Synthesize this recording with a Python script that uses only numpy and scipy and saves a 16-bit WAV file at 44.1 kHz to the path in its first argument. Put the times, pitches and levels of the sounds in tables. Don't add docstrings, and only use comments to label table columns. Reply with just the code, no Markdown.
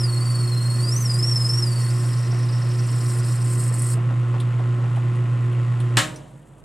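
import sys
import numpy as np
from scipy import signal
from scipy.fft import rfft, irfft
from scipy.io import wavfile
from scipy.ndimage import uniform_filter1d

SR = 44100
rng = np.random.default_rng(int(sys.argv[2]) if len(sys.argv) > 2 else 0)


def persist_wave(psi):
    counts = np.round(np.clip(psi, -1, 1) * 32767).astype(np.int16)
    wavfile.write(sys.argv[1], SR, np.atleast_2d(counts).T)


N = 292824
T = np.arange(N) / SR
F = np.maximum(np.fft.rfftfreq(N, 1 / SR), 1)

HUM_ORDERS = [(2, 0, 0), (2, 1, 0), (2, -1, 0), (2, 4, 0), (2, 0, 1), (4, 0, 0), (4, 0, -1), (4, 7, 0),
              (6, 0, 0), (0, 0, 12), (0, 0, 31), (2, 0, 31), (0, 0, 37), (0, 0, 44), (0, 0, 48)]
HUM_LEVELS = [-20, -39.5, -53, -47, -61, -47.5, -52.5, -56, -45.5, -47.5, -64, -50, -56, -58, -58.5]
# time in seconds, change of rotor rate in Hz.
ROTOR_SLIP = [(0, -.008), (2.3, -.007), (2.8, .003)]
# time in seconds, speed share, rumble change in dB.
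COAST_DOWN = [(5.97, 0.98, 4.5), (6.05, 0.95, 7), (6.2, .96, 0), (6.4, .92, -8), (6.64, 0.93, -6.5)]
# frequency in Hz, relative level in dB.
RUMBLE_SPECTRUM = [(25, -23.5), (80, -19), (105, 1.5), (140, 9), (165, 3), (230, -4), (330, -2.5),
                   (400, -10), (520, -7), (700, -12), (950, -13), (1500, -22.5), (4000, -56)]
# frequency in Hz, relative level in dB.
GEAR_SPECTRUM = [(500, -20.5), (960, -13.5), (1100, 2), (1350, -2.5), (1620, -7), (1920, -2), (2250, -9),
                 (2750, -8), (4000, -18.5), (6000, -24.5), (7700, -20), (10000, -28), (12000, -37),
                 (15500, -47)]
# time in seconds, pitch in Hz.
SQUEAL_PITCH = [(0.0, 5450), (0.094, 4410), (0.172, 4290), (0.236, 4570), (0.504, 4320), (0.542, 4180),
                (0.794, 4386), (0.884, 4850), (1.0, 6420), (1.088, 5030), (1.13, 4840), (1.184, 4980),
                (1.274, 5580), (1.442, 5067), (1.584, 5600), (1.704, 4590), (1.832, 4410), (1.89, 4460)]
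# time in seconds, level in dB before trims.
SCRAPE_LEVEL = [(0, -41), (.65, -42), (.95, -37.5), (1.7, -38.5), (2.1, -41), (2.25, -47.5), (2.65, -49),
                (3.1, -38), (3.7, -38.5), (3.9, -35.5)]
# centre in seconds, length in seconds, dip in dB.
FEED_PAUSES = [(1.96, 0.1, 1), (3.225, 0.042, 8), (3.417, 0.085, 6.5), (3.711, 0.022, 8)]
# time in seconds, level in dB before a trim.
CHATTER_LEVEL = [(0, -48), (2.3, -41), (3.3, -42), (3.6, -48.5)]
# frequency in Hz, relative level in dB.
BENDING_MODES = [(4420, -9), (5130, -1.5), (5330, 0.5), (5600, -2)]
# frequency in Hz, width in Hz, relative level in dB.
BAR_MODES = [(1930, 360, -11.5), (4350, 190, -11), (5170, 210, -11), (7650, 820, -0.5), (8560, 620, 0),
             (9540, 500, -5), (10500, 700, -8), (12700, 2000, -19)]
# start in seconds, starting level in dB before filtering.
CHIP_SNAPS = [(3.248, -34), (3.4994, -26), (3.637, -21.5), (3.6773, -23), (3.7935, -23), (3.82, -16.5),
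              (3.867, -19.5), (3.9018, -20)]
# start in seconds, starting level in dB before gain and filtering.
HANDLE_KNOCKS = [(2.327, -30), (3.712, -29.5), (3.971, -28.5), (4.1, -29.5), (4.34, -26.5), (4.592, -30.5),
                 (4.836, -30), (4.967, -30)]
# start in seconds, level in dB before gain and filtering, ring in Hz.
METAL_TICKS = [(4.4015, -28, 3640), (4.9596, -39, 3020), (5.1552, -41.5, 2880), (5.5238, -42, 3010),
               (5.802, -31, 3070), (6.1594, -35, 5750), (6.4274, -56, 3020), (6.5345, -59.5, 3310)]
# frequency in Hz, relative level in dB.
SNAP_SPECTRUM = [(60, -25), (130, -4), (420, -10.5), (800, -8.5), (1750, 2.5), (2350, -3), (2950, -1.5),
                 (3700, -2.5), (5000, -11), (6300, -9.5), (7550, -4.5), (10000, -13.5), (12000, -29),
                 (15500, -40.5)]
# frequency in Hz, starting level in dB, 60 dB decay time in seconds.
HOUSING_MODES = [(308, -29, 0.6), (546, -26.5, 0.28), (621, -32, 0.84), (753, -30, 0.33), (950, -41.5, 1),
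                 (1087, -21.5, 0.24), (1254, -27, 0.36), (1330, -22, 0.17), (1730, -14, .1),
                 (1933, -32, 0.19), (2950, -19, 0.15), (3467, -22.5, 0.15), (3550, -26.5, .1),
                 (4330, -27, .14), (5260, -30, 0.22), (7500, -31, .22), (7601, -27, .2), (8473, -43, 0.4)]
# frequency in Hz, left minus right in dB.
PORT_BALANCE = [(60, -9), (120, -1.5), (200, -1), (370, -5.5), (700, -1.5), (1290, 2.5), (2380, 1),
                (4400, 1), (8100, -0.5), (14000, 6)]
# frequency in Hz, lead in radians.
PORT_LEAD = [(260, 0), (1030, 1.02), (1550, 0.34), (2000, 0.58), (2700, -0.1), (6500, 0), (8600, -0.066),
             (10600, 0.82), (13000, 1.66)]

MAINS_HZ, BELT_HZ, ROTOR_HZ = 60.003, 7.95, 29.788
IN_STEP_S = .054
OFF_S, CUT_END_S = 5.9695, 3.94
SPINDLE_HZ, HIGH_SPOT_S = 7.55, 1.371
SQUEAL_DB, RESONANCE_HZ, RESONANCE_WIDTH_HZ, RESONANCE_DB = -38.5, 5376, 590, 10.5
BITE_LEAD_S, BITE_S, BITE_DB, HITCH_DB = 0.013, 0.029, 5.5, 9
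LOOSENS_S, LOOSEN_DB_PER_S, BREAK_S = 1.67, 25, 1.895
STALL_SHARE = 0.37
CHATTER_LAG_S = 0.0152
PACKING_S, CRACKS_PER_S, CRACK_DB = 2.75, 45, -29.5
TOP_HZ = 15550


def amp(db):
    return 10 ** (np.asarray(db) / 20)


def unit(x):
    return x / np.sqrt(np.mean(x ** 2))


def curves(rows):
    s, *columns = np.transpose(rows)
    return [np.interp(T, s, c) for c in columns]


def across(points):
    hz, value = np.transpose(points)
    return np.interp(np.log(F), np.log(hz), value)


def colour(x, points):
    return irfft(rfft(x) * amp(across(points)), N)


def resonate(x, modes):
    response = sum(amp(db) / (1 + 1j * (F * F - hz * hz) / (F * width)) for hz, width, db in modes)
    return irfft(rfft(x) * response, N)


def noise():
    return rng.standard_normal(N)


def walk(hz):
    return unit(irfft(rfft(noise()) * np.exp(-(F / hz) ** 2), N))


def turn(hz):
    return 2 * np.pi * np.cumsum(hz) / SR


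def fade(start, t60):
    return (T >= start) * np.exp(-np.log(1000) * np.maximum(T - start, 0) / t60)


def powered(t60):
    return (T < OFF_S) + fade(OFF_S, t60)


def workshop(x, t60, wet_db):
    spectrum = [(130, -23), (300, 3.5), (2000, 1.0), (3200, -2), (5500, -15.0), (8500, -14), (13000, 4.0)]
    tails = [unit(colour(noise(), spectrum)) * fade(0.0017, t60) for _ in range(2)]
    return amp(wet_db) * np.array([signal.fftconvolve(x, h / np.linalg.norm(h))[:N] for h in tails])


def motor():
    slip_hz, = curves(ROTOR_SLIP)
    slip = turn(slip_hz) + .075 + .006 * walk(3)
    hum = 0
    for orders, db in zip(HUM_ORDERS, HUM_LEVELS):
        hz = np.dot(orders, [MAINS_HZ, BELT_HZ, ROTOR_HZ])
        phase = 2 * np.pi * hz * (T - IN_STEP_S) + orders[2] * slip
        hum = hum + np.sqrt(2) * amp(db) * np.cos(phase)
    return hum * np.minimum(1, powered(t60=0.13) * amp(7.0))


def gears(belt, rotor):
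    ripple, pulley, shaft, mesh = np.cos([4 * np.pi * MAINS_HZ * T, 7 * belt, 2 * rotor, 9 * rotor])
    load = np.exp(.33 * ripple + .12 * pulley + .14 * shaft + .13 * mesh)
    rattle = unit(colour(noise() * load, GEAR_SPECTRUM))
    return amp(-45.5) * rattle * (powered(t60=.3) + amp(-19.5))


def rumble(belt, rumble_db):
    rough = amp(-41.2 + rumble_db) * unit(colour(noise(), RUMBLE_SPECTRUM))
    return rough + amp(-53.0 + .5 * rumble_db) * np.cos(7 * belt)


def belt_flap(belt):
    flap = unit(resonate(noise(), [(135, 6.2, 0)])) * (1 + 0.33 * np.cos(2 * belt))
    flap = colour(flap, [(70, -17), (110, -3.5), (165, -1.5), (300, -28), (2000, -51)])
    return amp(-39.0) * flap * fade(OFF_S, t60=2.17)


def bearings():
    spectrum = [(1500, -16), (3300, -5.0), (5200, -18), (7800, -0.5), (10000, -4.5), (13000, -17)]
    return amp(-67.0) * unit(colour(noise() * amp(2.7 * walk(60)), spectrum))


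def drive():
    speed, rumble_db = curves(COAST_DOWN)
    belt, rotor = turn(BELT_HZ * speed), turn(ROTOR_HZ * speed)
    return gears(belt, rotor) + rumble(belt, rumble_db) + belt_flap(belt) + bearings()


def knocks():
    blows = noise() * sum(amp(db) * fade(s, t60=0.16) for s, db in HANDLE_KNOCKS)
    body = resonate(blows, [(480, 170, -5), (673, 150, -3), (800, 190, -5.5)])
    return amp(14.0) * colour(body, [(900, -2), (3000, -6), (7000, -16), (13000, -28)])


def ticks():
    rings = 0
    for s, db, hz in METAL_TICKS:
        burst = noise() * fade(s, t60=0.082)
        rings = rings + amp(db + 3.5) * resonate(burst, [(hz, 500, 2.5), (9000, 2500, -7)])
    return colour(rings, [(3000, 0.5), (9500, 1.0), (13000, -13.5)])


def switch():
    clatter = amp(-14.0) * fade(OFF_S, t60=0.037) + amp(-22.5) * fade(OFF_S + 0.016, t60=0.22)
    clatter = clatter + amp(-18.5) * fade(OFF_S, t60=0.23) + amp(-38.0) * fade(OFF_S, t60=0.82)
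    common = noise()
    apart = [(100, 7), (1000, -4), (2500, -8.5), (5000, -27), (8000, -13), (13000, 10.5)]
    ports = np.array([unit(colour(common + colour(noise(), apart), SNAP_SPECTRUM)) for _ in range(2)])
    since = T - OFF_S
    ring = 0
    for hz, db, t60 in HOUSING_MODES:
        build = np.clip(since * min(hz, 1500) / 16 + 0.13, 0, 1)
        tone = np.sin(2 * np.pi * hz * since + rng.normal(0, 0.45, (2, 1)))
        ring = ring + amp(db) * build * fade(OFF_S, t60) * tone
    contact = np.clip(since / 0.0012, 0, 1)
    return (ports * clatter + ring) * contact * amp(np.array([[1], [-1]]) * 0.46)


def spindle_angle():
    return 2 * np.pi * SPINDLE_HZ * (T - HIGH_SPOT_S)


def chip_snaps(packed):
    cracks = (rng.random(N) < packed * CRACKS_PER_S / SR) * amp(CRACK_DB + 3.5 * noise())
    cracks = signal.fftconvolve(cracks, fade(0, t60=.025))[:N]
    bursts = noise() * (cracks + sum(amp(db) * fade(s, t60=0.062) for s, db in CHIP_SNAPS))
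    snaps = resonate(bursts, [(8350, 400, 3), (9500, 550, -2.5)])
    return colour(snaps, [(3000, -18), (8000, 4), (11000, 1), (15000, -15)])


def scrape(spindle):
    db, = curves(SCRAPE_LEVEL)
    db = db - sum(dip_db * np.exp(-(2 * (T - s) / length) ** 4) for s, length, dip_db in FEED_PAUSES)
    packed = np.clip((T - PACKING_S) / (CUT_END_S - PACKING_S), 0, 1)
    ring = 0
    for hz, width, mode_db in BAR_MODES:
        grains = noise() * amp(3 * walk(2500) + 3 * walk(170) + .8 * np.cos(3 * spindle))
        ring = ring + amp(mode_db) * unit(resonate(grains, [(hz, width, 0)]))
    spectrum = [(300, -16.5), (1500, 6), (3400, -10.0), (4400, 3), (6300, -1.5), (7600, 2), (13500, 1.0),
                (15500, -10)]
    ring = unit(colour(ring, spectrum))
    sing = unit(resonate(noise() * amp(4 * walk(120)), [(8370, 170, 0)])) * np.maximum(packed, .4)
    uneven = amp(2.2 * packed * walk(50))
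    return uneven * (amp(db - 1.65) * ring + amp(db - 1.0) * sing) + chip_snaps(packed)


def chatter(spindle):
    db, = curves(CHATTER_LEVEL)
    lobe = 3 * (spindle - 2 * np.pi * SPINDLE_HZ * CHATTER_LAG_S)
    scratch = amp(db - db.max())
    chirps = 0
    for hz, mode_db in BENDING_MODES:
        pitch = hz + 70 * np.sin(lobe + walk(6)) + 110 * walk(15) + 180 * scratch * walk(900)
        catch = np.clip(.3 + .6 * np.cos(lobe) + walk(45), 0, 1.7)
        chirps = chirps + amp(mode_db) * catch * np.sin(turn(pitch))
    grit = noise() * amp(2.6 * walk(1500) + 2 * np.cos(lobe) + 2 * walk(90))
    holder = [(1900, 220, 2.5), (2570, 870, -3.5), (3920, 650, -5.5), (4450, 400, 0.0), (5130, 600, 6)]
    grate = colour(resonate(grit, holder), [(1000, -4.0), (1800, 3), (5400, -2.5), (7000, -10.0)])
    return amp(db - 6) * (unit(chirps) + unit(grate))


def squeal(spindle):
    hz, = curves(SQUEAL_PITCH)
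    nearness = np.exp(-((hz - RESONANCE_HZ) / RESONANCE_WIDTH_HZ) ** 2)
    resonant = uniform_filter1d(nearness, size=SR // 10)
    since = (T - HIGH_SPOT_S + BITE_LEAD_S) % (1 / SPINDLE_HZ)
    until = 1 / SPINDLE_HZ - since
    bite_db = BITE_DB * np.exp(-(since / BITE_S) ** 2) - HITCH_DB * np.exp(-(until / .008) ** 2)
    bite_db = uniform_filter1d(bite_db, size=SR // 300)
    db = SQUEAL_DB + resonant * (RESONANCE_DB + bite_db)
    db = db - LOOSEN_DB_PER_S * np.maximum(T - LOOSENS_S, 0)
    grip = .5 + .5 * np.tanh(2.5 * (np.cos(3 * spindle) + .35 + .3 * walk(60)))
    falter = unit((STALL_SHARE + grip) * amp(2.1 * walk(160)))
    swing = amp(db) * falter * ((T < BREAK_S) + fade(BREAK_S, t60=0.19))
    rough = 0.007 + 0.13 * np.maximum(hz / RESONANCE_HZ - 1.06, 0) + .04 * (T > BREAK_S)
    hz = hz * np.exp(np.clip(T - BREAK_S, 0, .04) / .075)
    phase = turn(hz * (1 + .003 * np.cos(3 * spindle) + .005 * walk(35) + rough * walk(400)))
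    harmonics = np.sin(2 * phase) + amp(-8) * np.sin(3 * phase)
    slips = (T < BREAK_S) * swing ** .5 * amp(3.5 * walk(60) - 1) * harmonics
    spectrum = [(8200, -6.5), (8750, 3), (9300, -1), (11000, -6), (12500, -1.5), (14000, -7), (16000, -19)]
    return np.sqrt(2) * swing * np.sin(phase) + amp(-24) * colour(slips, spectrum)


def boring():
    spindle = spindle_angle()
    tool = scrape(spindle) + chatter(spindle) + squeal(spindle)
    return tool * ((T < CUT_END_S) + fade(CUT_END_S, t60=0.087))


def scene():
    lathe = motor() + drive() + knocks() + ticks() + boring()
    half = amp(across(PORT_BALANCE) / 2) * np.exp(.5j * across(PORT_LEAD))
    direct = irfft(rfft(lathe) * np.array([half, 1 / half]), N)
    snap = switch()
    return direct + snap + workshop(lathe + snap.mean(axis=0), t60=0.21, wet_db=-10.5)


def record(dry):
    low_pass = signal.ellip(10, .1, 80, TOP_HZ, fs=SR, output="sos")
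    return signal.sosfilt(low_pass, np.clip(dry, -.95, .95))


dry = scene()
out = record(dry)
persist_wave(out)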